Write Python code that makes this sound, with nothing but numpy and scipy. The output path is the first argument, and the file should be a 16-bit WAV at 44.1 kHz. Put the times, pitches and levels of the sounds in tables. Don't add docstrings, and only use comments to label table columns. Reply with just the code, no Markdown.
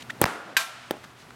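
import sys
import numpy as np
from scipy import signal
from scipy.fft import rfft, irfft
from scipy.io import wavfile
from scipy.ndimage import uniform_filter1d

SR = 44100
rng = np.random.default_rng(int(sys.argv[2]) if len(sys.argv) > 2 else 0)


def to_wav(sig):
    pcm = np.clip(np.atleast_2d(sig), -1, 1) * 32767
    pcm = np.round(pcm).astype(np.int16)
    wavfile.write(sys.argv[1], SR, pcm.T)


N = 59535

# f/Hz, relative level/dB
HUSH_SPECTRUM = [(30, -9), (70, -5), (130, 0), (300, -2), (500, -6), (800, -5), (1400, -7), (3000, -14),
                 (6000, -22), (12000, -27), (16000, -35)]
HUM_PARTIALS = [(122.5, 0), (243, -3)]
# t/s, level/dB
HUSH_ENVELOPE = [(0, -48), (.19, -47.5), (.3, -55), (.7, -58), (.88, -55), (.97, -51), (1.07, -50),
                 (1.15, -53.5), (1.25, -50.5), (1.35, -50)]
HUM_ENVELOPE = [(0, -51), (.2, -49), (.33, -61), (.65, -62), (.85, -57), (1.05, -61), (1.35, -57)]
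# centre t/s, half-width/s, level/dB, peak f/Hz
SCUFFS = [(.009, .007, -45, 2500), (.025, .003, -40, 2900), (.105, .004, -33, 1400), (.207, .007, -41, 300),
          (1.045, .0055, -43, 1450), (1.21, .025, -54, 3000), (1.307, .002, -45.5, 1300)]
# t/s, level/dB
CRACKS = [(.2151, -1.5), (.9090, -25)]
# t/s, click level/dB, contact time/s, thud gain/dB, clatter level/dB
SLAPS = [(.2163, -13, .0003, 0, -19.5), (.9093, -16, .00018, -6.5, -37)]
# f/Hz, level/dB, T60/s
PAD_MODES = [(125, -27, .1), (215, -22, .04), (350, -9, .022), (540, -7, .013), (800, -12, .015),
             (1350, -21, .015), (1750, -22, .014), (3150, -21, .01)]
# f/Hz, relative level/dB
CRACK_SPECTRUM = [(2000, -35), (5000, -20), (7500, -5), (12000, 0), (16000, -1)]
BITE_SPECTRUM = [(1000, -12), (3000, 0), (5000, -6), (8000, -5), (16000, -14)]
CLATTER_SPECTRUM = [(60, -20), (200, -1), (500, 0), (1000, -4), (2000, -10), (4000, -18), (8000, -25),
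                    (16000, -32)]
# t/s, level/dB, contact time/s, rebound f/Hz
KNOCKS = [(.2409, -7, .00012, 500), (.2413, 0, .0003, 750), (.2557, -10, .00014, 600),
          (.2586, -14, .0003, 600), (.2624, -13, .0005, 550), (.2638, -20, .0003, 1300),
          (.358, -28, .0003, 1200), (.9685, -32, .0005, 450), (1.0415, -29, .0004, 1250),
          (1.307, -34, .0004, 1200)]
# t/s, gain/dB
DIP = [(.242, 0), (.245, -26), (.251, -28), (.256, 0)]
# f/Hz, relative level/dB
SHOT_NEAR_SPECTRUM = [(110, -26), (180, 1), (300, -2), (500, -2), (800, 1), (1400, 0), (2500, -8),
                      (5000, -18), (10000, -21), (16000, -38)]
SHOT_FAR_SPECTRUM = [(100, -16), (300, -6), (650, -1), (1000, -4), (1400, 1), (2200, -10), (5000, -21),
                     (10000, -34), (16000, -50)]
TREE_ECHO_SPECTRUM = [(100, -12), (200, -1), (650, 0), (1300, -6), (3000, -15), (8000, -28), (16000, -45)]
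GOAL_NEAR_SPECTRUM = [(150, -28), (450, -20), (650, 1), (1400, 1), (2400, -1), (4500, -4), (8000, -8),
                      (12500, -13), (16000, -27)]
GOAL_FAR_SPECTRUM = [(350, -26), (650, 0), (1000, -1), (1450, 3), (2000, -2), (2700, -2), (5000, -10),
                     (9000, -18), (15000, -38)]
PAD_ECHO_SPECTRUM = [(120, -20), (250, 0), (650, -1), (1200, -14), (2500, -22), (6000, -40), (16000, -50)]
YARD_RING_S, YARD_RING = .27, [(1290, -42, .4), (1410, -38, .6), (1574, -47, .55)]
# f/Hz, level/dB, T60/s
GOAL_MODES = [(1072, -35, .4), (1354, -36, .85), (1555, -13, .045), (1580, -24, .27), (1765, -21, .06),
              (2380, -33, .35), (2501, -17, .055), (2928, -27, .1), (3110, -26, .05), (3635, -32, .27),
              (3800, -25, .05), (3930, -24, .06), (4593, -27, .07), (4850, -26, .06), (7160, -32, .12),
              (11800, -26, .06)]
# f/Hz, relative level/dB
CLANG_SPECTRUM = [(150, -18), (330, -11), (480, -15), (900, -4), (1500, 0), (2300, 0), (4200, -2),
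                  (6000, -6), (7400, -5), (10300, -17), (11700, -6), (13000, -12), (14000, -18),
                  (16000, -28)]
# delay/s, gain/dB
GOAL_ECHOES = [(.0295, -17), (.042, -18)]

TIME = np.arange(N) / SR


def amp(db):
    return 10 ** (np.asarray(db) / 20)


def envelope(points):
    return amp(np.interp(TIME, *np.transpose(points)))


def swell(s, half_s, db):
    return amp(db) * np.exp(-.5 * ((TIME - s) / half_s) ** 2)


def decay(age, t60):
    return amp(-60 * age / t60)


def low_cut(x, hz):
    return signal.sosfilt(signal.butter(2, hz, "high", fs=SR, output="sos"), x + 1e-18)


def noise(spectrum):
    hz, db = np.transpose(spectrum)
    freqs = np.maximum(np.arange(N // 2 + 1) * SR / N, 1)
    bass_rolloff = np.minimum(freqs / hz[0], 1) ** 2
    gain = amp(np.interp(np.log(freqs), np.log(hz), db)) * bass_rolloff
    shaped = irfft(rfft(rng.standard_normal(N)) * gain, N)
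    return shaped / np.std(shaped)


def burst(spectrum, s, db, t60, attack_s=2 / SR):
    age = np.maximum(TIME - s, 0)
    return amp(db) * noise(spectrum) * (1 - np.exp(-age / attack_s)) * decay(age, t60)


def mode(s, hz, db, t60):
    age = np.maximum(TIME - s, 0)
    return amp(db) * np.sin(2 * np.pi * hz * age) * decay(age, t60)


def contact(s, db, contact_s):
    progress = np.clip((TIME - s) / contact_s, 0, 1)
    return amp(db) * (4 * progress * (1 - progress)) ** .3


def knock(s, db, contact_s, hz):
    radius = decay(1 / SR, t60=2 / hz)
    feedback = [1, -2 * radius * np.cos(2 * np.pi * hz / SR), radius ** 2]
    return signal.lfilter([1, -2, 1], feedback, contact(s, db, contact_s) + 1e-18)


def background():
    hum = sum(amp(db) * np.sin(2 * np.pi * (hz * TIME + rng.random())) for hz, db in HUM_PARTIALS)
    return envelope(HUSH_ENVELOPE) * noise(HUSH_SPECTRUM) + envelope(HUM_ENVELOPE) * hum


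def stick_scuffs(rise_db_per_octave=10, fall_db_per_octave=8, top_hz=11000):
    octaves = np.arange(-4, 6)
    shape_db = np.minimum(rise_db_per_octave * octaves, -fall_db_per_octave * octaves)
    friction = sum(swell(s, half_s, db) * noise(np.transpose([hz * 2. ** octaves, shape_db]))
                   for s, half_s, db, hz in SCUFFS)
    return signal.sosfilt(signal.butter(2, top_hz, fs=SR, output="sos"), friction)


def stick_squeak(start_s=.095, length_s=.016, from_hz=1400, to_hz=2050):
    progress = np.clip((TIME - start_s) / length_s, 0, 1)
    jitter = uniform_filter1d(rng.standard_normal(N), size=20)
    glide_hz = from_hz + (to_hz - from_hz) * progress
    hz = glide_hz * (1 + .075 * jitter / np.std(jitter))
    phase = 2 * np.pi * np.cumsum(hz) / SR
    tone = np.sin(phase) + amp(-15) * np.sin(2 * phase)
    return amp(-26.5) * np.sin(np.pi * progress) * tone


def pad_slaps():
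    cracks = sum(burst(CRACK_SPECTRUM, s, db, t60=.005) for s, db in CRACKS)
    grind = swell(s=.239, half_s=.0035, db=-24) * noise(CLATTER_SPECTRUM)
    sound = cracks + grind
    for s, click_db, contact_s, thud_db, clatter_db in SLAPS:
        thud = sum(mode(s, hz, db + thud_db, t60) for hz, db, t60 in PAD_MODES)
        clatter = burst(CLATTER_SPECTRUM, s, clatter_db, t60=.11, attack_s=.001)
        click = contact(s, click_db, contact_s)
        bite = burst(BITE_SPECTRUM, s, click_db - 13, t60=.02)
        bass_edge_hz = 125 / amp(thud_db)
        sound += low_cut(click + bite + thud + clatter, bass_edge_hz)
    return sound


def blade_knocks():
    return sum(knock(s, db, contact_s, hz) + mode(s, hz=175, db=db - 17, t60=.018)
               for s, db, contact_s, hz in KNOCKS)


def yard_scatter():
    shot = burst(SHOT_NEAR_SPECTRUM, s=.252, db=-26, t60=.42, attack_s=.014)
    shot += burst(SHOT_FAR_SPECTRUM, s=.27, db=-36.5, t60=1.3, attack_s=.04)
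    ringing = sum(mode(YARD_RING_S, hz, db, t60) for hz, db, t60 in YARD_RING)
    tree_echo = swell(s=.5, half_s=.045, db=-45) * noise(TREE_ECHO_SPECTRUM)
    clang = burst(GOAL_NEAR_SPECTRUM, s=.583, db=-24.2, t60=.28, attack_s=.011)
    clang += burst(GOAL_FAR_SPECTRUM, s=.63, db=-39.5, t60=1.6, attack_s=.04)
    landing = burst(PAD_ECHO_SPECTRUM, s=.919, db=-34, t60=.2, attack_s=.006)
    return shot + ringing + tree_echo + clang + landing


def goal_clang(hit_s=.567, lag_s_per_hz=2.5e-7):
    modes = sum(mode(hit_s + lag_s_per_hz * hz, hz, db, t60) for hz, db, t60 in GOAL_MODES)
    ringing = low_cut(modes, hz=700)
    clack = knock(hit_s, db=-5, contact_s=.00024, hz=1250)
    clang = burst(CLANG_SPECTRUM, hit_s, db=-12.5, t60=.064, attack_s=.0025)
    crash = clack + clang
    echoes = sum(amp(db) * np.interp(TIME - delay, TIME, crash) for delay, db in GOAL_ECHOES)
    return ringing + crash + echoes


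def scene():
    dipped = (background() + pad_slaps()) * envelope(DIP)
    return (dipped + stick_scuffs() + stick_squeak() + blade_knocks() + yard_scatter() + goal_clang())[None]


def record(dry, saturation=.9, top_hz=16300):
    rounded = saturation * np.tanh(low_cut(dry, hz=50) / saturation)
    return signal.sosfilt(signal.ellip(10, .1, 80, top_hz, fs=SR, output="sos"), rounded)


dry = scene()
out = record(dry)
to_wav(out)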